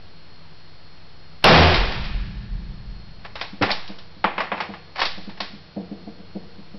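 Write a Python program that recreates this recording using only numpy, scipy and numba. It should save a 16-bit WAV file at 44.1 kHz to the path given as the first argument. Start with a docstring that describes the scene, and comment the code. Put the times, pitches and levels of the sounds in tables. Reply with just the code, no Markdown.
"""One rifle shot from a bench in a small room that opens on a long firing tunnel, close enough to
overload the microphone. The room booms; farther off, the tunnel rumbles and sends echoes back.
At the bench the bolt is opened, a cartridge goes in and the bolt is closed, with steel clacks and
scrapes. Dull knocks on the wood follow as the shooter settles. Underneath lie a low room hum and
the faint hiss and whine of a small camera."""
import sys
import numpy as np
from scipy import signal
from scipy.fft import rfft, irfft, next_fast_len
from scipy.io import wavfile
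from numba import njit

SR = 44100
rng = np.random.default_rng(int(sys.argv[2]) if len(sys.argv) > 2 else 0)


def pcm_store(signal):
    """Save signal as 16-bit PCM."""
    levels = np.round(np.clip(np.atleast_2d(signal), -1, 1) * 32767)
    wavfile.write(sys.argv[1], SR, levels.astype(np.int16).T)


N = 299014
T = np.arange(N) / SR
SHOT_S = 1.4415

# short sharp clacks: striker, a tick leading into the shot, bright slaps after it, bolt and cartridge:
# start_s, level_db, hardness_db (bright edge against body)
CLACK_EVENTS = [(1.425, -45, -5.5), (1.4393, -35.5, 6), (1.742, -26, 4), (1.92, -39, 4), (2.05, -46, 2),
                (3.248, -38, -12), (3.354, -34.5, -3), (3.411, -28.5, -2), (3.613, -25.5, -18),
                (3.622, -19, -6), (3.629, -19, -24), (3.69, -24, -15), (3.704, -24.5, -4.5),
                (3.714, -38.5, 14.5), (3.877, -46, 5.5), (3.985, -48.5, 4.5), (4.241, -14, -24),
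                (4.379, -21.5, -19), (4.403, -21.5, -15), (4.517, -20.5, -26.5), (4.577, -33, -17),
                (4.603, -23, -11.5), (4.736, -37, -12), (4.958, -37, -5), (4.992, -27, -5.5),
                (5.001, -33, 3.5), (5.016, -21.5, -1.5), (5.029, -27, -11), (5.053, -31, 7),
                (5.294, -43, -5.5), (5.374, -46, -5.5), (5.403, -28, 1)]


def undb(db):
    """Decibels to gain."""
    return 10 ** (np.asarray(db) / 20)


def unit(x):
    """Scale to rms 1."""
    return x / np.sqrt(np.mean(x ** 2))


def fade(t, t60):
    """Exponential decay that starts at t = 0."""
    return (t >= 0) * np.exp(-np.log(1000) * np.abs(t) / t60)


def swell(t, peak_s, steep=2):
    """A level that builds up to 1 at peak_s and dies away."""
    u = np.maximum(t, 0) / peak_s
    return (u * np.exp(1 - u)) ** steep


def add(out, start_s, x):
    """Mix x into out at start_s."""
    i = int(start_s * SR)
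    out[i:i + len(x)] += x[:len(out) - i]


def tone(t, hz):
    """A sine of random phase."""
    return np.sin(2 * np.pi * (hz * t + rng.random()))


def noise(size, shape):
    """Noise of rms 1 whose amplitude spectrum is shape(Hz)."""
    n = next_fast_len(size)
    f = np.arange(n // 2 + 1) * SR / n + 1
    spectrum = rfft(rng.standard_normal(n)) * shape(f)
    return unit(irfft(spectrum, n)[:size])


def band(f, low_hz, high_hz, order=6):
    """Gain of a band-pass at the frequencies f."""
    return ((1 + (low_hz / f) ** (2 * order)) * (1 + (f / high_hz) ** (2 * order))) ** -.5


def lookup(f, table, column=1):
    """One column of a table, read on a log-frequency axis."""
    columns = np.transpose(table)
    return np.interp(np.log(f), np.log(columns[0]), columns[column])


def resonances(f, table):
    """Power response of a set of resonances."""
    return sum(undb(db) ** 2 / (1 + (2 * (f - hz) / width) ** 2) for hz, width, db in table)


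def background(floor_db=-49, waver_db=1):
    """Room tone and camera at the microphone: even noise under a faintly wavering hum and whine."""
    # spectrum of hiss and room noise: frequency_hz, relative_db
    floor = [(25, -13.5), (45, -11.5), (90, -11.5), (125, -18), (160, -12), (200, -19), (450, -22.5),
             (1000, -24.5), (2500, -28.5), (4300, -29), (5600, -32)]
    # room hum and camera whine: pitch_hz, rms_db
    tones = [(91.5, -57.5), (156.1, -57), (4280, -59.5), (4710, -70.5)]
    out = undb(floor_db) * noise(N, lambda f: undb(lookup(f, floor)) * band(f, 11, 7000))
    for hz, db in tones:
        waver = waver_db * noise(N, lambda f: band(f, 1, 6.1))
        out += np.sqrt(2) * undb(db + waver) * np.sin(2 * np.pi * hz * T)
    return out


def steel(f, bed_db=-6):
    """Response of the rifle's action: its resonances over a bed of many weaker ones."""
    # resonances of action and stock: pitch_hz, width_hz, level_db
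    action = [(670, 50, -6), (840, 190, -2), (1102, 130, -3.5), (1740, 130, -7.5), (2033, 560, -7),
              (2540, 300, -10.5), (3740, 300, -13.5), (4440, 270, -14.5)]
    bed = undb(bed_db) ** 2 / (1 + (f / 1800) ** 2)
    return np.sqrt(resonances(f, action) + bed)


def clack_envelope(t, tail_db, attack_s=0.0011, walls_s=0.0076):
    """The hand-damped ring, reflections off the near walls and the room's tail add in power."""
    direct = fade(t, t60=0.059) * (1 - np.exp(-t / attack_s))
    walls = undb(-8) * fade(t, t60=0.24)
    tail = undb(tail_db - 20) * fade(t, t60=0.73)
    fill = 1 - np.exp(-t / walls_s)
    return np.sqrt(direct ** 2 + (walls ** 2 + tail ** 2) * fill)


def clacks(tick_db=3, tick_slope=1.44):
    """Short bursts coloured by the modes of steel and stock; hard ones are brighter and tick sharply."""
    # body, stock, clatter and edge of a clack: low_hz, high_hz, level_db, db_per_hardness_db, tail_db
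    parts = [(500, 1420, 4, 0, -2.5), (218, 520, -10.5, -0.08, -10), (1420, 3250, 4.5, 0.19, 1),
             (3200, 6000, 5, 1, 2.5)]
    out, t = np.zeros(N), T[:SR // 2]
    for start_s, db, hardness in CLACK_EVENTS:
        for low_hz, high_hz, part_db, slope, tail_db in parts:
            modes = noise(len(t), lambda f: steel(f) * band(f, low_hz, high_hz))
            gain = undb(db + part_db + slope * hardness)
            add(out, start_s, gain * modes * clack_envelope(t, tail_db))
        tick = noise(len(t), lambda f: band(f, 3000, 9000)) * fade(t, t60=0.018)
        add(out, start_s, undb(db + tick_db + tick_slope * hardness) * tick)
    return out


def bench(push_s=0.014, thump_hz=105, detune=0.02, jolt_db=-25, jolt_slope=0.57, jolt_thud_db=-6.5):
    """Arms and rifle push the damped bench: a woody thud over a faint thump, and the room lingers."""
    # dull knocks on the wooden bench: start_s, level_db, thud_db (relative)
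    knocks = [(3.524, -32.5, -26), (3.89, -32.5, -11), (4.159, -44, -11), (4.684, -30.5, -10),
              (5.172, -35.5, -11), (5.268, -31, -16), (5.406, -33, -19), (5.528, -36, -24),
              (5.761, -23.5, -9.5), (5.793, -34.5, -5.5), (5.909, -26.5, -15.5), (6.066, -30, -13),
              (6.186, -41, -7.5), (6.349, -27, -11.5), (6.578, -38, -17), (6.735, -33.5, -14)]
    # short modes of the bench: pitch_hz, level_db
    wood_modes = [(200, -2), (305, -10)]
    # room resonances that linger after a knock: pitch_hz, width_hz, level_db
    room_modes = [(182, 14, 2.5), (338, 24, -9), (467.5, 18, -6), (723, 110, -17)]
    # a faint knock goes with each clack, stronger the softer the clack is
    jolts = [(s, db + jolt_db - jolt_slope * hardness, jolt_thud_db) for s, db, hardness in CLACK_EVENTS]
    out, t = np.zeros(N), T[:SR * 3 // 5]
    thump = undb(-20) * swell(t, peak_s=0.017) * np.sin(2 * np.pi * thump_hz * t)
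    for start_s, db, thud_db in knocks + jolts:
        # every spot on the bench rings at a slightly different pitch
        wood = sum(undb(mode_db) * tone(t, hz * (1 + detune * rng.standard_normal()))
                   for hz, mode_db in wood_modes)
        wood *= undb(3) * swell(t, push_s)
        thud = noise(len(t), lambda f: band(f, 270, 750, order=9))
        thud *= undb(thud_db + 2) * swell(t, peak_s=0.013)
        linger = noise(len(t), lambda f: resonances(f, room_modes) ** .5 * band(f, 170, 800))
        linger *= undb(-13) * fade(t, t60=1.0) * (1 - np.exp(-t / push_s))
        add(out, start_s, undb(db) * (wood + thud + thump + linger))
    return out


def shot(backstop_trip_s=.3005, build_s=0.0074, flutter_s=.0216, flutter_gain=0.15):
    """Shock front, then dense reverberation with room modes, flutter and slaps off the far backstop."""
    # reverberation of the blast, per half octave: centre_hz, level_db, t60_s
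    blast = [(30, -30, 1.3), (71, -32.5, 1.8), (149, -16, 0.91), (301, -18, 1), (454, -12, 0.9),
             (746, -10, 1), (1320, -16.5, 1.22), (2430, -15, 1.35), (3890, -18.5, 1.43), (5660, -27, 1.38),
             (11200, -14, 0.66)]
    # steel left ringing by the shot: pitch_hz, level_db, t60_s
    steel_modes = [(1665, -35.5, 2.5), (1785, -35, 2.53), (2444, -21, 1.16), (2500, -21.5, 1.25),
                   (2970, -28, 1.3), (3810, -33.5, 1.9)]
    # room modes that the blast pumps up: pitch_hz, peak_db, peak_s, steepness
    room_modes = [(83.5, -10, .19, 11), (162.9, -3.5, 0.063, 1.53), (367.4, -14, 0.093, 1.5),
                  (704, -14.5, 0.087, 2)]
    t = T[:N - int(SHOT_S * SR)]
    slaps = sum(undb(2) * fade(t - k * backstop_trip_s, t60=.1) for k in (1, 2))
    surge = 1 + undb(12) * fade(t, t60=0.66)
    wash = 0
    for hz in 2 ** np.arange(5, 13.6, .5):
        grain = noise(len(t), lambda f: band(f, hz / 2 ** .25, hz * 2 ** .25))
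        level = undb(lookup(hz, blast)) * fade(t, t60=lookup(hz, blast, column=2))
        # bass takes longer to fill the room; only treble comes back as a distinct slap
        fill = 1 - np.exp(-t / build_s * max(hz / 500, .35))
        wash += grain * level * fill * (surge + slaps * band(hz, 2400, 4600, order=2))
    crack = undb(5) * noise(len(t), lambda f: band(f, 390, 3900)) * swell(t, peak_s=0.0013)
    ring = sum(undb(db) * fade(t, t60) * np.sin(2 * np.pi * hz * t) for hz, db, t60 in steel_modes)
    out = wash + crack + ring
    for k in (1, 2):  # bounces between two parallel walls
        add(out, k * flutter_s, flutter_gain ** k * wash)
    for hz, db, peak_s, steep in room_modes:
        out += undb(db) * swell(t, peak_s, steep) * tone(t, hz)
    return out


def tunnel(round_trip_s=.362, boom_hz=42, boom_rise_s=0.0395, boom_db=-14, loss_db=4.5):
    """The blast runs up and down the tunnel: ever weaker booms over rumble and standing waves."""
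    # diffuse rumble of the tunnel: low_hz, high_hz, peak_db, peak_s, steepness
    rumble = [(24, 55, -28, 0.66, 2.94), (80, 167, -37, .58, 1.9), (200, 400, -51.5, .55, 2)]
    # standing waves of the tunnel: pitch_hz, level_db
    modes = [(118.4, -44.5), (172.3, -46.5), (199.2, -45)]
    out, t = np.zeros(N), T - SHOT_S
    for low_hz, high_hz, db, peak_s, steep in rumble:
        out += undb(db) * swell(t, peak_s, steep) * noise(N, lambda f: band(f, low_hz, high_hz))
    standing = sum(np.sqrt(2) * undb(db) * tone(t, hz) for hz, db in modes)
    out += undb(2) * swell(t, peak_s=0.7, steep=2.57) * standing
    for k in range(4):
        since = t - (k + 1) * round_trip_s + boom_rise_s
        boom = swell(since, boom_rise_s) * np.sin(2 * np.pi * boom_hz * since)
        out += undb(boom_db - loss_db * k) * boom
    return out


def bolt_scrapes(grit_db=4):
    """The sliding bolt sticks and slips, rubbing the resonances of the action."""
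    # travel of the bolt in its race: start_s, end_s, level_db
    slides = [(3.239, 3.274, -40), (3.361, 3.435, -43), (3.632, 3.704, -31), (3.88, 3.97, -48.5),
              (4.386, 4.477, -42.5), (4.523, 4.692, -43), (4.946, 5.064, -30.5)]
    out = np.zeros(N)
    for start_s, end_s, db in slides:
        n = int((end_s - start_s) * SR)
        grit = undb(grit_db * noise(n, lambda f: band(f, 20, 300)))
        scrape = unit(grit * noise(n, lambda f: steel(f) * band(f, 600, 6800)))
        add(out, start_s, undb(db) * scrape * np.hanning(n) ** .5)
    return out


def rear_stop(start_s=3.611, level_db=-17, push_s=.002, thump_hz=105):
    """The bolt hits the end of its travel: the whole stock rings and the rifle thumps on its rest."""
    t = np.maximum(T - start_s, 0)
    stock = noise(N, lambda f: band(f, 175, 600, order=4))
    stock *= fade(t, t60=0.25) * (1 - np.exp(-t / push_s))
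    thump = undb(-6) * swell(t, peak_s=0.016) * np.sin(2 * np.pi * thump_hz * t)
    return undb(level_db) * (stock + thump)


def scene():
    """Shot, tunnel, reloading and room tone as they reach one microphone in the room."""
    out = tunnel() + clacks() + bolt_scrapes() + rear_stop() + bench() + background()
    add(out, SHOT_S, shot())
    return out[None]


def record(dry, rail=0.37, headroom=0.47, sag_s=0.0022, recover_s=.08, leak_s=.45, full_scale=0.744):
    """The microphone's preamplifier clips, sags and drifts; the narrow-band sound then clips again."""
    overloaded = 1. * (np.abs(dry) > rail)
    overload_s = signal.lfilter([1 / SR], [1, -np.exp(-1 / (recover_s * SR))], overloaded)
    ceiling = rail + headroom * np.exp(-(overload_s / sag_s) ** 2)
    clipped = dry / (1 + (dry / ceiling) ** 8) ** (1 / 8)
    # edges too steep for the preamplifier are rectified and charge its coupling capacitor
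    steep = np.maximum(np.abs(np.gradient(clipped[0])) - .06, 0)
    baseline = -.015 + .07 * charge(drive=.22 * steep, leak=1 / (leak_s * SR))
    narrow_lowpass = signal.cheby2(14, 80, 6750, fs=SR, output="sos")
    final_lowpass = signal.ellip(8, .2, 70, 16000, fs=SR, output="sos")
    narrow = signal.sosfilt(narrow_lowpass, clipped + baseline)
    return signal.sosfilt(final_lowpass, np.clip(narrow, -full_scale, full_scale))


@njit
def charge(drive, leak):
    """A capacitor that fills toward 1 while it is driven and leaks slowly."""
    level, out = 0., np.empty(len(drive))
    for i in range(len(drive)):
        level += (1 - level) * drive[i] - level * leak
        out[i] = level
    return out


dry = scene()
out = record(dry)
pcm_store(out)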